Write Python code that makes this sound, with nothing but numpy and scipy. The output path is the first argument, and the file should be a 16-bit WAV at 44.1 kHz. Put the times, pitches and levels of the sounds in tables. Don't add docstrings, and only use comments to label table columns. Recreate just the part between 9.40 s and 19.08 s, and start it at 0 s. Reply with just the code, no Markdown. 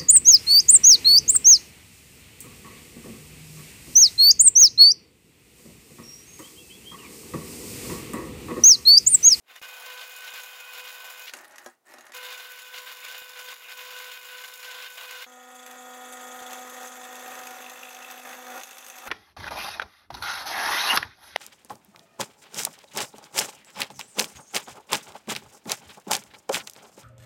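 import sys
import numpy as np
from scipy import signal
from scipy.fft import rfft, irfft
from scipy.io import wavfile
from scipy.ndimage import uniform_filter1d

SR = 44100
rng = np.random.default_rng(int(sys.argv[2]) if len(sys.argv) > 2 else 0)


def unload_wav(signal):
    wavfile.write(
        sys.argv[1],
        SR,
        np.round(np.clip(np.atleast_2d(signal).T, -1, 1) * 32767).astype(np.int16),
    )


N = 426888
T = np.arange(N) / SR

# (frequency [Hz], density [dB per Hz])
FLOOR_SPECTRUM = [(30, -15.5), (250, 8.5), (700, 13.5), (2000, -3), (15000, -6)]
# (time [s], level [dB])
LOW_CLICKS = [(0.217, -39), (0.937, -49), (3.82, -44.5), (7.018, -40)]

# (time [s], length [s], level [dB])
BOARD_SLIDES = [(1.885, 0.39, -57), (1.925, 0.027, -46), (2.435, 0.26, -58.5)]
# (time [s], tap level [dB], hollow thud level [dB])
BOARD_KNOCKS = [(0.106, -56, -60), (1.936, -31, -44.5), (1.966, -53, -49), (1.987, -45, -60),
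                (2.044, -48.5, -65), (2.158, -44.5, -66), (2.182, -38.5, -57), (2.261, -39, -38),
                (2.538, -44, -46.5), (2.584, -44.5, -49), (2.608, -46.5, -59), (2.666, -45.5, -64),
                (2.693, -55, -52), (2.72, -42, -60)]
# (frequency [Hz], level [dB], 60 dB decay time [s])
BOARD_MODES = [(249, -5, 0.11), (373, -10, 0.14), (486, 7.5, 0.033), (607, 4.5, 0.038), (783, 4.5, 0.07),
               (1086, 3, 0.045), (1320, -6, 0.13), (1744, 0, 0.076)]
# (frequency [Hz], width [Hz], level [dB])
SLIDE_RESONANCE = [(1810, 97, 5.5)]
# (frequency [Hz], density [dB per Hz])
TAP_SPECTRUM = [(200, -34), (600, 1), (1700, 16), (3000, 4.5), (6800, 8), (8800, -2), (11500, 5),
                (15500, -21)]
SLIDE_SPECTRUM = [(40, -59), (100, -28.5), (238, -15.5), (540, -11), (770, -5.5), (1050, -8), (1830, -7.5),
                  (2300, -13.5), (3300, -21), (7000, -28), (11800, -32), (16000, -41)]
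CRUMB_SPECTRUM = [(1500, -14), (7000, 2), (15500, -6)]

# (time [s], level [dB], brightness [dB per octave])
SPLINTER_SNAPS = [(0.162, -40, -3), (0.195, -52, 3), (0.937, -40, 0), (6.263, -39, 0), (6.312, -41, -1),
                  (7.065, -40, -1), (7.108, -39, -1), (7.131, -32, -1), (7.298, -41, 3), (7.431, -39, 1),
                  (7.473, -36.5, 4), (7.755, -37.5, 1), (7.794, -41, 1), (7.953, -38, 0), (7.99, -39, -1),
                  (8.07, -34.5, 0), (8.107, -40, -1), (8.297, -37, 0), (8.711, -37, 4), (8.931, -37, -3),
                  (9.212, -36, -6), (9.234, -34, 0), (9.382, -37.5, 3), (9.4995, -35.5, 1),
                  (9.585, -38, -1)]
# (frequency [Hz], density [dB per Hz])
SPLINTER_SPECTRUM = [(600, -8.5), (2000, 10.5), (3500, 3), (4800, 4), (6200, 4.5), (8500, 3.5),
                     (10500, 3.5), (13000, 1), (15500, -5)]
# (time [s], length [s], start [Hz], end [Hz], level [dB])
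WALL_SCRAPES = [(3.1, 0.09, 2050, 2400, -53), (3.625, 0.065, 2400, 2650, -46.5),
                (4.225, 0.09, 3000, 2000, -52)]
# (time [s], level [dB])
LIP_SQUEAKS = [(8.26, -47), (8.428, -38.5), (8.448, -45), (8.484, -44), (8.619, -44)]

# (frequency [Hz], thick bit level [dB], thin bit level [dB])
HOUSING_WHINE = [(2499, -52.8, -59), (2853, -72, -66), (2999, -62.5, -72), (3192, -63.5, -71),
                 (3467, -72, -67), (3714, -65, -66)]
# one value [dB] for the thick bit, one for the thin
HOUSING_FLUTTER_DB = [2.2, 5]
# (time [s], length [s], level [dB])
PRESSED_DRONES = [(0.46, 0.14, -57.5), (1.37, 0.081, -57.5), (2.734, 0.18, -56), (3.33, 0.13, -60.5),
                  (3.63, 0.18, -65.5), (3.96, 0.15, -59), (4.37, 0.338, -58), (4.9, 0.12, -60),
                  (5.24, 0.17, -60.5), (5.63, 0.25, -61)]

# (frequency [Hz], width [Hz], level [dB])
FRAME_BODY = [(203.4, 6.7, 25), (477, 90, 8.5), (1064, 117, 12.5), (1383, 25, -52), (1428, 13, 14),
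              (1534, 81, 5.5), (1740, 150, -4), (2120, 27, 8), (2460, 40, 6.5), (2890, 29, 9),
              (3633, 71, 9.5), (5240, 740, 4), (7000, 890, 11.5), (10740, 470, 4), (13400, 430, 3.5)]
TABLE_BODY = [(238, 63, 12), (531, 20, 9.5), (758, 33, 9.5), (779, 19, 8), (2600, 200, 6), (3500, 380, 10),
              (6280, 850, 10), (7660, 250, 4), (12650, 1300, 6.5)]
# (time [s], length [s], cutting [dB], grinding [dB], flying chips [dB], motor whine [dB against full])
LIGHT_RUNS = [(0.0, 0.188, -50, -59, -62, -14), (0.213, 1.648, -46, -52.5, -51, 1),
              (2.734, 1.414, -46.5, -58, -51.5, 2), (4.15, 0.132, -49.5, -62, -56, -4.5),
              (4.28, 1.55, -47.5, -58.5, -51.5, 2)]
# (time [s], length [s], cutting level [dB], grinding level [dB])
HAND_PUSHES = [(0.222, 0.033, -40, -68), (0.32, 0.15, -58, -49.5), (0.44, 0.21, -45.5, -70),
               (0.575, 0.06, -43, -50), (0.82, 0.056, -44, -62), (0.868, 0.029, -39, -50),
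               (0.938, 0.073, -41.5, -71), (1.345, 0.065, -43, -71), (1.44, 0.065, -43, -67),
               (1.63, 0.1, -51, -50), (1.864, 0.035, -39.5, -57), (2.733, 0.2, -45, -61),
               (2.815, 0.25, -43.5, -53), (3.335, 0.072, -40.5, -56.5), (3.46, 0.073, -43, -55),
               (3.622, 0.0802, -42.5, -60), (3.695, 0.078, -42.5, -52), (3.955, 0.064, -43, -52),
               (4.07, 0.062, -41, -54), (4.283, 0.049, -43, -54), (4.368, 0.41, -43.5, -57.5),
               (4.885, 0.14, -43.5, -65), (5.035, 0.019, -40.5, -52.5), (5.228, 0.046, -41, -58),
               (5.275, 0.2, -40.5, -54), (5.57, 0.087, -43, -50), (5.675, 0.17, -41, -54.5)]
# (frequency [Hz], density [dB per Hz])
CUT_SPECTRUM = [(160, -36.5), (290, -26.5), (380, -17), (520, -7.5), (800, -16.5), (1400, 4.5), (2100, 3.5),
                (2900, 3), (3800, -3), (5200, -13), (7000, -33), (10000, -17)]
CRUNCH_SPECTRUM = [(600, -20), (1100, -11), (2000, -5.5), (2800, 4.5), (4000, 0), (5800, -8.5),
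                   (8000, -14.5), (14000, -38)]
GRIND_SPECTRUM = [(380, -27.5), (560, -6), (760, 1.5), (1100, -3), (1700, -10.5), (3000, -23), (8000, -21)]
CHIP_SPECTRUM = [(1500, -22), (4000, 6), (6000, 2), (8000, -1), (10000, 1), (12500, 5.5), (15500, 6.5)]

# (time [s], share of treble [0-1])
FREE_RATTLE = [(5.87, .83), (6.95, .88), (7.2, .6), (7.9, .42), (8.4, .14), (9.68, .06)]
# (frequency [Hz], width [Hz], level [dB])
STEEL_RINGS = [(3420, 130, 1), (3620, 220, -2), (4700, 400, -7), (7560, 300, 2), (9400, 700, 0),
               (12050, 250, -3.5)]
# (frequency [Hz], level [dB])
FREE_STEEL_TONES = [(3359, 4), (3470, -1), (7391, -17), (12145, -1)]
# (frequency [Hz], level [dB])
HUM_TONES = [(250, -1.5), (499.8, 2), (749.6, 6), (999.5, -5.5), (1249.4, 2), (1427, -1.5), (1738, -8.5),
             (1859, -2), (1999, -10.5), (2249, -9), (2611, -11.5)]
# (time [s], boring level [dB])
SLOW_FEED = [(5.88, -59), (6.25, -52), (6.4, -48.5), (6.9, -41.5), (7.47, -42), (7.48, -47), (7.98, -41),
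             (8.48, -51), (8.5, -58), (8.72, -43.5), (8.82, -53), (8.88, -41.5), (9.03, -45.5),
             (9.18, -30.5), (9.23, -51.5), (9.46, -54.5), (9.62, -45)]
# (time [s], length [s], boring level [dB], rasp level [dB])
LIP_CATCHES = [(6.262, 0.1, -53, -65), (7.1, 0.046, -48, -51), (7.41, 0.047, -47.5, -60),
               (7.85, 0.15, -49, -51), (8.1, 0.7, -52, -50.5), (8.61, 0.14, -64, -47),
               (8.845, 0.11, -46.5, -65), (9.66, 0.03, -39.5, -50)]
# (frequency [Hz], density [dB per Hz])
BORE_SPECTRUM = [(70, -37), (130, -20.5), (200, -23), (330, -10.5), (550, -2.5), (800, -2), (1200, 0.5),
                 (1900, -2), (2400, -11), (3200, -17), (6000, -21)]
RASP_SPECTRUM = [(1200, -33), (2100, -1), (2650, 11), (3100, 2.5), (3800, -2), (6000, -37)]

EDGE_HZ = 15850
FADE_IN_S, FADE_IN_DB = 0.094, -50
SLIDE_ATTACK_S, SLIDE_RELEASE_S = 0.022, 0.037
SNAP_MID_HZ = 5000
SCRAPE_WIDTH_HZ = 300
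SQUEAK_S, SQUEAK_HZ, SQUEAK_WIDTH_HZ = 0.0063, 2660, 110
SQUEAK_ATTACK_S, SQUEAK_RELEASE_S = 0.0013, 0.0041
BIT_CHANGE_S = 2.4
DRONE_HZ, OCTAVE_DB = 500.2, 1.5
DRONE_LIGHT_DB, DRONE_RISE_S, DRONE_FALL_S = -64, 0.0035, 0.019
WHINE_THROB = 0.073
SING_DB, SING_FULL_CUT_DB, SING_FLUTTER_DB = -47.5, -39, 2.5
SING_BEND_HZ, SING_WOBBLE_HZ = 20, 34.9
SPINDLE_HZ = 26.2
RUN_ATTACK_S, RUN_RELEASE_S = 0.002, 0.005
PUSH_ATTACK_S, PUSH_RELEASE_S = 0.0014, 0.006
CHIPS_PER_CUT_DB = -14.5
SPINDLE_LAG_S = 0.003
SWISH_HZ, SWISH_SWING_HZ, SWISH_WIDTH_HZ, SWISH_LAG_S = 7000, 560, 380, 0.008
SLOW_START_S, BREAK_THROUGH_S = 5.862, 9.195
USUAL_FEED_DB, FEED_GIVE = -48.5, 0.54
BORE_START_DB, BORE_DEEP_DB, BORE_RISE_S = -5, -1.16, 1.9
RASP_START_DB, RASP_DEEP_DB, RASP_RISE_S = -102, -53, 1.9
RATTLE_START_DB, RATTLE_FULL_DB, RATTLE_END_DB, RATTLE_RISE_S = -56.5, -47.5, -50, 0.88
STEEL_TONES_DB = -15
HUM_DB, HUM_PER_FEED = -57.5, 0.5
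HUM_DAMP_DB_PER_S = 1.1
HUM_FLUTTER_DB, LOAD_FLUTTER_DB = -0.5, 6.5
HUM_GROWL = 0.25
HUM_DROP_DB, HUM_HIGH_DROP_DB, HUM_BACK_S = -8, -7, 0.42


def amp(db):
    return 10 ** (np.asarray(db) / 20)


def evened(x):
    return x / np.sqrt(np.mean(x ** 2) + 1e-20)


def add(mix, s, sound):
    part = mix[max(round(s * SR), 0):][:len(sound)]
    part += sound[:len(part)]


def gains(rows, attack, release):
    power = np.zeros((len(rows[0]) - 2, N))
    for s, length, *levels in rows:
        t = T[T < length + 10 * release]
        swell = (1 - np.exp(-t / attack)) ** 2
        shape = swell * np.exp(-np.maximum(t - length, 0) / release)
        for curve, db in zip(power, levels):
            add(curve, s, (amp(db) * shape) ** 2)
    return np.sqrt(power)


def wander(hz):
    f = np.fft.rfftfreq(N, 1 / SR)
    return evened(irfft(rfft(rng.standard_normal(N)) * np.exp(-(f / hz) ** 2), N))


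def colour(x, spectrum, body=()):
    size = 8192
    f = np.fft.rfftfreq(size, 1 / SR)
    hz, db = np.transpose(spectrum)
    low_cut = 40 * np.log10(np.clip(f / hz[0], 0.05, 1))
    resonances = sum(d / (1 + (2 * (f - h) / w) ** 2) for h, w, d in body)
    db = np.interp(np.log(f + 1), np.log(hz), db) + low_cut + resonances
    log_gain = np.log(amp(np.r_[db, db[-2:0:-1]]))
    taps = np.fft.ifft(np.exp(signal.hilbert(log_gain).conj())).real[:size // 2]
    return evened(signal.oaconvolve(x, taps)[:len(x)])


def bites(hz, rise, decay, uneven_db, depth, jitter=0.11, lag=0):
    turns = hz * (T - lag) + 1 + jitter * wander(36.0)
    strength = amp(uneven_db * rng.uniform(-1.96, 1, size=1024))[turns.astype(int)]
    age = (turns % 1) / hz
    blows = evened(strength * (1 - np.exp(-age / rise)) * np.exp(-age / decay))
    depth = np.clip(depth, 0, 1)
    return evened(1 - depth + depth * blows)


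def fibres(per_s, spread_db):
    size = amp(spread_db * np.minimum(rng.exponential(1, N), 4))
    return evened(size * rng.choice([-1, 1], N) * (rng.random(N) < per_s / SR))


def tones(lines, waver, flutter_db):
    clock = T + waver * np.cumsum(wander(6.37)) / SR
    out = np.zeros(N)
    for hz, db in lines:
        knots = np.cumsum(rng.exponential(0.04, 400))
        sway_db = np.sqrt(hz / 1000) * np.interp(T, knots, rng.uniform(-1.75, 1, len(knots)))
        wave = np.sin(2 * np.pi * (hz * clock + rng.random()))
        out += amp(db) * evened(amp(flutter_db * sway_db) * wave)
    return out


def speckle(x, depth_db):
    hz, t, z = signal.stft(x, SR, nperseg=256)
    patches = uniform_filter1d(rng.standard_normal(z.shape), size=17, axis=0)
    patches = evened(uniform_filter1d(patches, size=4, axis=1))
    z = z * amp(depth_db * np.sqrt(hz / hz[-1])[:, None] * np.tanh(patches))
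    return evened(signal.istft(z, SR, nperseg=256)[1][:N])


def burst(rise, decay, spectrum, body=()):
    t = T[:6000]
    shape = (1 - np.exp(-t / rise)) * np.exp(-t / decay)
    return colour(rng.standard_normal(len(t)) * shape, spectrum, body) / evened(shape).max()


def shop_quiet():
    return amp(-73.5) * colour(rng.standard_normal(N), FLOOR_SPECTRUM)


def workshop(x):
    t = T[:SR // 3]
    echoes = rng.standard_normal(len(t)) * (rng.random(len(t)) < 2500 / SR) * (t > 0.002)
    tail = echoes * amp(-60 * t / 0.11)
    return signal.oaconvolve(x, tail / np.linalg.norm(tail))[:N]


def low_clicks():
    out, u = np.zeros(N), T[:2000] / 0.0001
    for s, db in LOW_CLICKS:
        add(out, s, amp(db + 19.5) * u * (1 - u / 3) * np.exp(-u))
    return out


def crumbs(slide):
    puffs = signal.oaconvolve(fibres(130, 1.4) ** 2, np.exp(-T[:600] / 0.00081))[:N]
    crackle = colour(np.sqrt(abs(puffs)) * rng.standard_normal(N), CRUMB_SPECTRUM)
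    return amp(-4.0) * slide * speckle(crackle, depth_db=9)


def board(slide):
    scraping = fibres(5000, 1.7) * amp(2 * wander(33))
    out = amp(3.5) * slide * colour(scraping, SLIDE_SPECTRUM, SLIDE_RESONANCE)
    t = T[:10000]
    for s, tap_db, thud_db in BOARD_KNOCKS:
        ring = np.zeros(len(t))
        for hz, db, t60 in BOARD_MODES:
            struck_hz = hz * rng.uniform(0.93, 1.015)
            ring += amp(db - 60 * t / t60) * np.sin(2 * np.pi * (struck_hz * t + rng.random()))
        add(out, s, amp(tap_db) * burst(0.00063, 0.003, TAP_SPECTRUM))
        add(out, s, amp(thud_db - 1.5) * ring * (1 - np.exp(-t / 0.0038)))
    return out


def splinters():
    out = np.zeros(N)
    for s, db, brightness in SPLINTER_SNAPS:
        spectrum = [(hz, level + brightness * np.log2(hz / SNAP_MID_HZ)) for hz, level in SPLINTER_SPECTRUM]
        add(out, s, amp(db) * burst(0.00025, 0.0028, spectrum, TABLE_BODY))
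    return out


def stick_slip(length, start_hz, end_hz, width_hz):
    t = T[T < length + 10 * SQUEAK_RELEASE_S]
    shape = (1 - np.exp(-t / SQUEAK_ATTACK_S)) * np.exp(-np.maximum(t - length, 0) / SQUEAK_RELEASE_S)
    angle = 2 * np.pi * np.cumsum(np.interp(t, [0, length], [start_hz, end_hz])) / SR
    narrow = signal.butter(2, width_hz, fs=SR, output="sos")
    a, b = signal.sosfilt(narrow, rng.standard_normal((2, SR)))[:, -len(t):]
    rough = shape * (a * np.cos(angle) + b * np.sin(angle))
    return evened(rough) * np.sqrt(np.mean(shape ** 2))


def squeaks():
    out = np.zeros(N)
    for s, length, start_hz, end_hz, db in WALL_SCRAPES:
        add(out, s, amp(db) * stick_slip(length, start_hz, end_hz, SCRAPE_WIDTH_HZ))
    for s, db in LIP_SQUEAKS:
        add(out, s, amp(db) * stick_slip(SQUEAK_S, SQUEAK_HZ, SQUEAK_HZ, SQUEAK_WIDTH_HZ))
    return out


def singing_bit(cut):
    load = np.clip(cut / amp(SING_FULL_CUT_DB), 0, 1)
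    hz = 3 * DRONE_HZ + load ** 2 * (SING_BEND_HZ + SING_WOBBLE_HZ * wander(51.7))
    level = amp(SING_DB + SING_FLUTTER_DB * wander(22)) * np.sqrt(load)
    return level * np.sin(2 * np.pi * np.cumsum(hz) / SR)


def whine(running, cut):
    pressed, = gains(PRESSED_DRONES, DRONE_RISE_S, DRONE_FALL_S)
    drone = np.hypot(pressed, amp(DRONE_LIGHT_DB))
    low = drone * tones([(DRONE_HZ, 0), (2 * DRONE_HZ, OCTAVE_DB)], waver=0.00091, flutter_db=1.3)
    high = singing_bit(cut)
    for bit, fitted in enumerate([T < BIT_CHANGE_S, T >= BIT_CHANGE_S]):
        lines = [(hz, db[bit]) for hz, *db in HOUSING_WHINE]
        high = high + fitted * tones(lines, waver=0.0014, flutter_db=HOUSING_FLUTTER_DB[bit])
    lip_phase = 2 * np.pi * (2 * SPINDLE_HZ * T + 0.14 * wander(5.9))
    throb = 1 + np.clip(WHINE_THROB, 0, 1) * np.cos(lip_phase)
    return running * (low + throb * high)


def quick_effort():
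    cut, grind, chips, motor = gains(LIGHT_RUNS, RUN_ATTACK_S, RUN_RELEASE_S)
    push_cut, push_grind = gains(HAND_PUSHES, PUSH_ATTACK_S, PUSH_RELEASE_S)
    all_chips = np.hypot(chips, amp(CHIPS_PER_CUT_DB) * push_cut)
    return np.hypot(cut, push_cut), np.hypot(grind, push_grind), all_chips, motor


def quick_holes(cut, grind, chips):
    lips = bites(2 * SPINDLE_HZ, rise=0.002, decay=0.008, uneven_db=5, depth=0.3)
    tearing = colour(fibres(9000, 4.2) * lips, CUT_SPECTRUM, FRAME_BODY)
    crunch = speckle(colour(fibres(5000, 2.7) * lips, CRUNCH_SPECTRUM), depth_db=9.5)
    load = 1.03 * np.clip(cut / amp(-35.0), 0, 1) ** 2
    cutting = np.sqrt(abs(1 - load)) * tearing + np.sqrt(load) * crunch
    grinding = colour(fibres(6000, 1.3) * lips, GRIND_SPECTRUM)
    clumps = amp(3.3 * wander(240))
    spray = colour(fibres(5000, 1.0) * lips * clumps, CHIP_SPECTRUM, FRAME_BODY)
    flying = speckle(spray, depth_db=4.0)
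    return amp(-2) * cut * cutting + amp(-4.0) * grind * grinding + amp(2.5) * chips * flying


def spindle():
    buzz = 1 + 0.09 * np.cos(2 * np.pi * HUM_TONES[0][0] * T)
    blows = bites(SPINDLE_HZ, rise=0.006, decay=0.01, uneven_db=2.2, depth=0.92, jitter=0.04,
                  lag=SPINDLE_LAG_S)
    t = T[:2048]
    ring = np.zeros(len(t))
    for hz, width, db in STEEL_RINGS:
        ring += amp(db) * np.sqrt(width) * np.exp(-np.pi * width * t) * np.sin(2 * np.pi * hz * t)
    ring = signal.sosfilt(signal.butter(3, [2000, 12400], "band", fs=SR, output="sos"), ring)
    chatter = fibres(3000, 0.54) * buzz * blows
    return speckle(signal.oaconvolve(chatter, ring)[:N], depth_db=8.5)


def swish():
    swing = np.cos(2 * np.pi * SPINDLE_HZ * (T - SWISH_LAG_S) + wander(28) / 2)
    angle = 2 * np.pi * np.cumsum(SWISH_HZ - SWISH_SWING_HZ * swing) / SR
    narrow = signal.butter(2, SWISH_WIDTH_HZ, fs=SR, output="sos")
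    a, b = signal.sosfilt(narrow, rng.standard_normal((2, N)))
    return evened(amp(2 * wander(29)) * (a * np.cos(angle) + b * np.sin(angle)))


def motor_hum(free, lips):
    since_through = T - BREAK_THROUGH_S
    through = np.clip(since_through / PUSH_RELEASE_S, 0, 1)
    slack = through * np.clip(1 - (since_through / HUM_BACK_S) ** 2, 0, 1)
    flutter_db = HUM_FLUTTER_DB + LOAD_FLUTTER_DB * (1 - free)
    hum = amp(HUM_DROP_DB * through) * tones(HUM_TONES[:2], waver=0.0005, flutter_db=flutter_db)
    hum += amp(HUM_HIGH_DROP_DB * slack) * tones(HUM_TONES[2:], waver=0.00068, flutter_db=flutter_db)
    return hum * lips ** (HUM_GROWL * (1 - free))


def slow_effort():
    age = T - SLOW_START_S
    feed_db = np.interp(T, *np.transpose(SLOW_FEED))
    extra_feed_db = feed_db - USUAL_FEED_DB
    catch_bore, catch_rasp = gains(LIP_CATCHES, PUSH_ATTACK_S, PUSH_RELEASE_S)
    depth_db = np.interp(age, [0, BORE_RISE_S], [BORE_START_DB, BORE_DEEP_DB])
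    bore = np.hypot(amp(USUAL_FEED_DB + FEED_GIVE * extra_feed_db + depth_db), catch_bore)
    rasp_db = np.interp(age, [0, RASP_RISE_S], [RASP_START_DB, RASP_DEEP_DB])
    rasp = np.hypot(amp(rasp_db), catch_rasp)
    treble = amp(np.interp(age, [0, RATTLE_RISE_S, BREAK_THROUGH_S - SLOW_START_S],
                           [RATTLE_START_DB, RATTLE_FULL_DB, RATTLE_END_DB]))
    motor = amp(HUM_DB + HUM_PER_FEED * extra_feed_db - HUM_DAMP_DB_PER_S * age)
    return np.clip(age / RUN_ATTACK_S, 0, 1) * np.array([bore, rasp, treble, motor])


def slow_hole():
    bore, rasp, treble, motor = slow_effort()
    free = np.clip(np.interp(T, *np.transpose(FREE_RATTLE)), 0, 1)
    lips = bites(2 * SPINDLE_HZ, rise=0.0015, decay=0.004, uneven_db=4, depth=0.5, jitter=0.08, lag=-0.003)
    rubs = bites(2 * SPINDLE_HZ, rise=0.0015, decay=0.004, uneven_db=5, depth=0.7, jitter=0.05, lag=-0.002)
    grinding = colour(fibres(7000, 1.8) * lips ** 0.41, BORE_SPECTRUM, TABLE_BODY)
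    rasping = colour(fibres(6000, 1.0) * rubs, RASP_SPECTRUM, TABLE_BODY)
    cracks = fibres(6000, 0.54) * lips * amp(2 * wander(190))
    cracking = speckle(colour(cracks, SPLINTER_SPECTRUM, TABLE_BODY), depth_db=8.5)
    singing = free * amp(STEEL_TONES_DB) * tones(FREE_STEEL_TONES, waver=0.0004, flutter_db=2)
    bright = np.sqrt(1 - free) * cracking + np.sqrt(free / 2) * (spindle() + swish()) + singing
    wood = amp(1.0) * bore * grinding + amp(-5.0) * rasp * rasping
    return wood + amp(-1.0) * treble * bright + amp(1.5) * motor * motor_hum(free, lips)


def scene():
    cut, grind, chips, motor = quick_effort()
    slide, = gains(BOARD_SLIDES, SLIDE_ATTACK_S, SLIDE_RELEASE_S)
    clatter = splinters() + board(slide) + crumbs(slide)
    drilling = quick_holes(cut, grind, chips) + whine(motor, cut) + slow_hole() + squeaks()
    treble = signal.sosfilt(signal.butter(4, 3500, "high", fs=SR, output="sos"), drilling)
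    room = amp(-5.5) * workshop(clatter + treble)
    fade_in = amp(FADE_IN_DB * np.clip(1 - T / FADE_IN_S, 0, 1))
    return (fade_in * (drilling + clatter + low_clicks() + room) + shop_quiet())[None]


def record(dry):
    low_pass = signal.firwin(511, EDGE_HZ, window=("kaiser", 9), fs=SR)
    return signal.oaconvolve(dry, low_pass[None], "same")


dry = scene()
out = record(dry)
unload_wav(out)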